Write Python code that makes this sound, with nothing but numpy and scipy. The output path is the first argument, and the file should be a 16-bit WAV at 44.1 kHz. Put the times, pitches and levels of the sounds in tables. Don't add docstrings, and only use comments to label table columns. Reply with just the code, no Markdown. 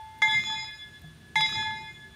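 import sys
import numpy as np
from scipy import signal
from scipy.fft import rfft, irfft, next_fast_len
from scipy.io import wavfile
from scipy.ndimage import uniform_filter1d, map_coordinates

SR = 44100
rng = np.random.default_rng(int(sys.argv[2]) if len(sys.argv) > 2 else 0)


def store_wav(level_fs):
    pcm = np.round(np.clip(np.atleast_2d(level_fs), -1, 1) * 32767)
    wavfile.write(sys.argv[1], SR, pcm.T.astype(np.int16))


def level_to_linear(level):
    exponent = np.asarray(level, float) / 20
    return 10 ** exponent


N = 94815

BLOWS = [
    .2198,
    1.3563,
]
# start in seconds, peak level in dB.
TAPS = [(0.2191, -29.5), (0.2794, -44), (0.3452, -40), (0.38, -47), (0.3955, -45), (0.4377, -41),
        (0.468, -48), (0.5008, -43.5), (0.5255, -50.5), (0.544, -45), (0.5761, -54.5), (0.6007, -51.5),
        (0.627, -51.5), (0.6444, -49), (1.3561, -31), (1.4076, -32.5), (1.463, -41.5), (1.491, -46.5),
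        (1.5253, -45), (1.554, -45), (1.5835, -55), (1.608, -60), (1.626, -47), (1.652, -52), (1.671, -52),
        (1.7084, -51)]


def along(points, hz):
    f, v = np.transpose(points)
    return np.interp(np.log(hz + 1), np.log(f + 1), v)


def unit(x):
    return x / np.sqrt(np.mean(x ** 2) + 1e-20)


def wobble(rate):
    values = rng.standard_normal(int(N * rate / SR) + 4)
    return map_coordinates(values, [np.arange(N) * rate / SR])


def filtered(x, response):
    m = next_fast_len(N + SR // 2)
    return irfft(rfft(x, m) * response(np.fft.rfftfreq(m, 1 / SR)), m)[:N]


def peaks(rows):
    return lambda f: sum(level_to_linear(db) * 1j * f * w / (c * c - f * f + 1j * f * w) for c, w, db in rows)


def bursts(events, t60):
    length = 2000
    out, t = np.zeros(N + length), np.arange(length) / SR
    noises = np.sign(rng.standard_normal((len(events), length)))
    for (s, db), noise in zip(events, noises):
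        out[round(s * SR):][:length] += level_to_linear(db - 60 * t / t60) * noise
    return out[:N]


def leaves_and_steam():
    # frequency in Hz, level in dB.
    hiss_colour = [(180, -46), (300, -7.5), (1420, -7.5), (1730, -1.5), (1850, -8.5), (3510, -7.5),
                   (4500, -12), (9010, -19.5), (15500, -25)]
    hiss = filtered(rng.standard_normal(N), lambda f: level_to_linear(along(hiss_colour, f)))
    return level_to_linear(-60.5 + 0.27 * wobble(3.84)) * unit(hiss)


def cricket():
    call_hz, waver_hz, rate_hz, level_db = 8990, 40, 30, -73.5
    beat = np.pi * rate_hz * np.arange(N) / SR
    hz = call_hz + waver_hz * (np.sin(2 * beat) + 4.6 * wobble(150))
    strokes = (.3 + np.abs(np.sin(beat))) * level_to_linear(2 * wobble(200))
    return level_to_linear(level_db) * unit(strokes * np.sin(2 * np.pi * np.cumsum(hz) / SR))


def dry_ticks():
    # start in seconds, peak level in dB.
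    tick_events = [(0.1759, -60), (0.188, -45.5), (0.7108, -47), (0.995, -51), (1.018, -44), (1.0739, -51),
                   (1.0898, -74.5), (1.2689, -53), (1.7918, -70), (1.9319, -52), (2.0716, -54)]
    return level_to_linear(-4.0) * filtered(bursts(tick_events, 0.0099), peaks([(12500, 9100, 0)]))


def boiler_and_yoke():
    # frequency in Hz, level in dB.
    rumble_colour = [(15, -43), (25, -33), (70, -5), (147, 0), (188, -8.5), (228, -5), (263, -13.5),
                     (379, -12), (560, -30.5), (730, -20), (1230, -120)]
    # time in seconds, level in dB.
    strain = [(0.0, -69.5), (0.24, -56.5), (0.41, -51), (0.49, -55.5), (0.74, -62), (0.96, -62),
              (1.22, -58), (1.41, -52), (1.53, -49.5), (1.84, -57), (2.15, -60.5)]
    split_hz, boiler_db, yoke_db = 91, -58.5, 2.5
    colour = lambda f: level_to_linear(along([(10, -93)] + list(rumble_colour), f))
    low = lambda f: 1 / (1 + (f / split_hz) ** 6)
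    boiler = unit(filtered(rng.standard_normal(N), lambda f: colour(f) * low(f)))
    yoke = unit(filtered(rng.standard_normal(N), lambda f: colour(f) * (1 - low(f))))
    strain_db = np.interp(np.arange(N) / SR, *np.transpose(strain))
    return level_to_linear(boiler_db) * boiler + level_to_linear(yoke_db + strain_db + 1.2 * wobble(14)) * yoke


def cradle_thumps():
    # start in seconds, pitch in Hz, level in dB, time to fall 60 dB in seconds.
    thump_events = [
        (0.274, 140, -41.5, 0.3),
        (0.371, 219, -45.5, 0.22),
        (.57, 125.4, -43.5, 0.37),
        (1.037, 157.1, -40, 0.42),
        (1.04, 720, -39.5, 0.027),
        (1.364, 153, -36, 0.4),
        (1.56, 102, -34.5, 0.23),
        (1.667, 100, -43, 0.49),
        (1.831, 149, -48, 0.35),
        (2.051, 382, -57, 0.79),
    ]
    out, t = np.zeros(N), np.arange(N) / SR
    for start, hz, level_db, t60 in thump_events:
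        u = np.maximum(t - start, 0)
        swell = 1 - np.exp(-u / 0.0037)
        out += level_to_linear(level_db - 60 * u / t60) * swell * np.sin(2 * np.pi * hz * u)
    return out


def clapper():
    # centre in Hz, width in Hz, level in dB.
    body = [(750, 120, -13.5), (1268, 107, 4.5), (2080, 705, 3.5), (2650, 1100, -28), (3460, 340, 0),
            (6200, 500, -7.5)]
    low_cut = lambda f: (1j * f / (550 + 1j * f)) ** 2
    high_cut = lambda f: 1 / (1 + 1j * f / 4780) ** 3
    knocks = filtered(bursts(TAPS, t60=.012), lambda f: peaks(body)(f) * low_cut(f) * high_cut(f))
    return level_to_linear(10.5 + 11.0) * knocks


def partial(row, blow, turn, leak, jolts=(), shaken=1):
    chatter_s = [
        0.34,
        0.32,
    ]
    swing_back_s = [
        .2,
        .45,
    ]
    knee_s, attack_s, jolt_s, ring_s = 0.03, 0.0012, .012, 1.14
    chatter_db, chatter_rad = .9, .2
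    hz, *db, fed, damped = row
    start = round(BLOWS[blow] * SR)
    t = np.arange(min(N - start, round(ring_s * SR))) / SR
    now = t + BLOWS[blow]

    jump_db = 0
    for s, size_db in jolts:
        if s < now[0] - 1:
            continue
        jump_db = jump_db + size_db * np.clip((now - s) / jolt_s, 0, 1) * (s > BLOWS[blow] + .01)
    contacts = np.searchsorted([s for s, _ in TAPS], now)
    luck = rng.standard_normal((2, len(TAPS) + 1))[:, contacts]
    luck_db, luck_rad = uniform_filter1d(luck, size=110, axis=1)

    rest = knee_s * np.logaddexp(0, (t - chatter_s[blow]) / knee_s)
    level_db = db[blow] + fed * t + (damped - fed) * rest + jump_db + chatter_db * luck_db
    size = level_to_linear(level_db) * (1 - np.exp(-t / attack_s))
    pitch = np.interp(t, swing_back_s, hz * np.ones(2))
    phase = 2 * np.pi * np.cumsum(pitch) / SR + shaken * chatter_rad * luck_rad
    lobe = np.cos(turn(t)) + 1j * np.broadcast_to(leak, N)[start:][:len(t)]
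    wave = lobe * np.exp(1j * phase)
    return np.pad(size * wave.imag, (start, N - start - len(t)))


def earlier_ring():
    # pitch in Hz, level in dB, slope in dB per second.
    leftovers = [(876, -41.5, -28), (1698, -59, -4), (2101, -65, 45), (3429, -57, -30), ]
    out, t = np.zeros(N), np.arange(N) / SR
    fade = np.clip((BLOWS[0] - t) / 0.0082, 0, 1)
    for hz, db, slope in leftovers:
        out += level_to_linear(db + slope * t + 0.75 * wobble(9)) * np.sin(2 * np.pi * hz * t) * fade
    return out


def swarm():
    # start in seconds, level in dB.
    glints = [
        (0.2218, -30),
        (.309, -34),
        (0.343, -50),
        (.467, -39),
        (0.522, -37),
        (1.3582, -26),
        (1.4077, -27),
        (1.463, -36),
        (1.493, -36),
        (1.5544, -50),
    ]
    crowd, crowd_db, tilt_db, t60 = 50, -61.5, -12, .07
    out, t = np.zeros(N + SR), np.arange(SR // 4) / SR
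    hz = 5500 * 2 ** rng.uniform(0, 1.48, (crowd, 1))
    level_db = tilt_db * np.log2(hz / 6000) - 60 * t / t60 * np.sqrt(hz / 6000)
    ring = level_to_linear(level_db) * np.sin(2 * np.pi * hz * t)
    for (s, db), luck in zip(glints, rng.standard_normal((len(glints), crowd))):
        out[round(s * SR) + 40:][:len(t)] += level_to_linear(crowd_db + db + 38.5) * (luck @ ring)
    return out[:N]


def faint_partials():
    faint_hz = [3502, 5318, 5730, 6350, 6590, 7140, 7345, 8745]
    # dB after blow 1, dB after blow 2, slope in chatter and slope at rest in dB per second.
    faint = [(-33.5, -37, -46, -65), (-56, -56, 13, -65), (-82, -49, -57, -65), (-56.5, -47.5, -47, -89),
             (-63, -66, -42, -70), (-62, -51, -53, -100), (-60, -57.5, -12, -67), (-52, -48, -55, -73)]
    shimmer_hz = [5640, 6258, 8215, 8484, 8888, 9388, 9825, 10715, 10935, 11280, 11746, 12215, 12640, 12791,
                  13006, 13345, 14072, 14858, 15143]
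    shimmer_db = [-67, -49, -71, -71, -58, -65, -69.5, -73, -60.5, -66, -71, -77, -71, -70.5, -65, -67, -70,
                  -78, -76]
    shimmer_slopes = [
        -41,
        -85,
    ]
    sweep_hz, leak, flicker = 5.48, 0.27, 3
    rows = [(hz, *rest) for hz, rest in zip(faint_hz, faint)]
    rows += [(hz, db, db, *shimmer_slopes) for hz, db in zip(shimmer_hz, shimmer_db)]
    out = np.zeros(N)
    for blow in range(len(BLOWS)):
        for row in rows:
            drift = np.cumsum(np.abs(1 + .5 * wobble(9.0))) / SR
            first = rng.uniform(0.099, 1)
            turn = lambda u: first + np.pi * sweep_hz * drift[:len(u)]
            out += partial(row, blow, turn, leak, shaken=flicker)
    return out


def strong_partials():
    # Hz while the mouth swings away, Hz as it swings back.
    swing_hz = [(875, 877), (1699, 1702), (2100, 2106), (2465, 2468), (3427, 3435), (3886, 3896),
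                (3999, 3998), (5027, 5039), (5136, 5141), (6818, 6829)]
    # dB after blow 1, dB after blow 2, slope in chatter and slope at rest in dB per second.
    strong = [(-25.5, -23.5, -24.5, -61.5), (-25, -29.5, -38.5, -17.5), (-16.5, -19, -32, -67),
              (-48.5, -44.5, 2, -75), (-25.5, -31, -42, -50), (-36.5, -32, -28, -76),
              (-53, -39.5, -15.5, -46), (-43, -36, 3.5, -102), (-44.5, -46.5, -17.5, -62),
              (-44.5, -44.5, -9, -64)]
    # times after blow 1, times after blow 2, in seconds.
    nodes = [
        ([.44, .735, .785, 1.05], [1.52, 1.95]),
        ([.468, .64, .8, .905, 1.0, 1.185], [1.472, 1.555, 1.825, 1.94, 2.11]),
        ([.302, .54, .67, .71, .768, .93, 1.02, 1.1, 1.21], [1.402, 1.52, 1.63, 1.865, 1.94, 2.003, 2.11]),
        ([.25, .635, .86], [1.42, 1.718, 2.04]),
        ([.254, .381, .431, .633, .766, .923, 1.005, 1.15], [1.485, 1.808, 1.93, 1.988, 2.055]),
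        ([.27, .39, .45, .512, .594, .625, .687, .9], [1.685, 1.92]),
        ([.29, .884, 1.07], [1.45, 2.03]),
        ([.265, .451, .497, .569, .71, .795, .86], [1.367, 1.508, 1.59, 1.651, 1.696, 1.757, 1.83, 1.946]),
        ([.272, .338, .426, .712, .796, .862], [1.397, 1.558, 1.75, 1.859, 1.986]),
        ([.237, .297, .544, .721, .837], [1.385, 1.435, 1.49, 1.748, 1.795, 1.84]),
    ]
    leaks = [.06, .1, .18, .12, .15, .2, .25, .15, .15, .2]
    beside = [
        [1.95],
        [.8, .905, 1.555],
        [.71, 1.865, 1.94],
        [],
        [.633, 2.055],
        [.27, .512, .69],
        [1.45],
        [1.696, 1.757],
        [],
        [.237, .544],
    ]
    # time in seconds, jump in dB.
    jolts = [
        [(.28, -1.5), (.345, -10), (.46, 12), (.56, -6.5), (.62, 5.5), (.71, -8.5), (1.42, -1.5), (1.54, 4),
         (1.61, -5.5), (1.65, 5), (1.74, -2), (1.8, 4), (1.92, -9.5)],
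        [(.25, -10), (.285, 10.5), (.36, -2), (.5, 1.5), (.55, -5.5), (.7, 3.5), (1.06, -5.5), (1.2, 4.5),
         (1.41, -2.5), (1.48, 0.5), (1.57, 13.5), (1.63, -4), (1.78, -6.5), (1.95, 1), (2.03, 4.5)],
        [(.31, 3.5), (.385, -6.5), (.405, -9), (.55, 7), (.78, 1.5), (.89, -1), (1.46, -13), (1.54, 5),
         (1.64, 9), (1.675, -6), (1.695, 1), (1.735, -4), (1.76, 7), (1.87, 4.5), (1.91, -5)],
        [(.55, 13), (.7, -7), (1.6, 4.5)],
        [(.279, 4), (.385, -6.5), (.44, 12), (.53, -3), (.58, 1.5), (.66, -2), (.78, 8), (.84, -9), (.93, 5),
         (1.375, 4), (1.41, 11), (1.49, -3.5), (1.64, -2.5), (1.94, 3)],
        [(.28, 4), (.39, -13.5), (.52, 14), (.7, -2.5), (1.4, 6.5), (1.44, -1.5), (1.57, -3), (1.77, -5)],
        [(.34, 12), (.7, 1), (1.46, 2), (1.67, -6)],
        [(.58, 11.5), (.72, 2), (1.39, 4), (1.44, -3.5), (1.56, -16), (1.71, 3), (1.76, 8.5), (1.84, 3)],
        [(.28, -12.5), (.35, 8), (.44, 8.5), (1.57, 8), (1.64, -9)],
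        [(.3, 4), (.37, -8), (.44, 8.5), (.63, -7), (.73, 3), (1.39, -5), (1.44, 3), (1.5, 2), (1.61, -6),
         (1.85, 4.5)],
    ]
    out, t = np.zeros(N), np.arange(N) / SR
    for blow, start in enumerate(BLOWS):
        for i, row in enumerate(strong):
            shallow = sum(np.exp(-((t - s) / .03) ** 2) for s in beside[i])
            leak = leaks[i] + .3 * shallow
            times = np.array(nodes[i][blow]) - start
            moments = np.r_[0, times, times[-1] + .12]
            halves = np.r_[0, np.arange(len(times)) + .5, len(times)]
            turn = lambda u: np.pi * np.interp(u, moments, halves)
            out += partial((np.array(swing_hz[i]), *row), blow, turn, leak, jolts[i])
    return out


def bell():
    return strong_partials() + faint_partials() + earlier_ring() + swarm()


def trees(x):
    # frequency in Hz, time to fall 60 dB in seconds.
    echo_t60 = [(300, 1), (2000, 1), (10000, 0.27)]
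    hz, t, z = signal.stft(rng.standard_normal(SR // 2), SR, nperseg=256)
    fading = z * level_to_linear(-60 * t / along(echo_t60, hz)[:, None])
    tail = signal.istft(fading, SR, nperseg=256)[1]
    late = np.pad(x, (300, 0))
    return signal.fftconvolve(late, tail / np.linalg.norm(tail))[:N]


def scene():
    clearing = leaves_and_steam() + cricket() + dry_ticks()
    cradle = boiler_and_yoke() + cradle_thumps()
    taps, ring = clapper(), bell()
    echo = trees(level_to_linear(-27) * ring + level_to_linear(-8) * taps)
    return (ring + taps + echo + cradle + clearing)[None]


def top_cut(x):
    return signal.sosfilt(signal.butter(12, 15680, fs=SR, output="sos"), x)


def record(dry):
    limited = filtered(dry[0], lambda f: f < 15650)[None]
    return top_cut(limited)


dry = scene()
out = record(dry)
store_wav(out)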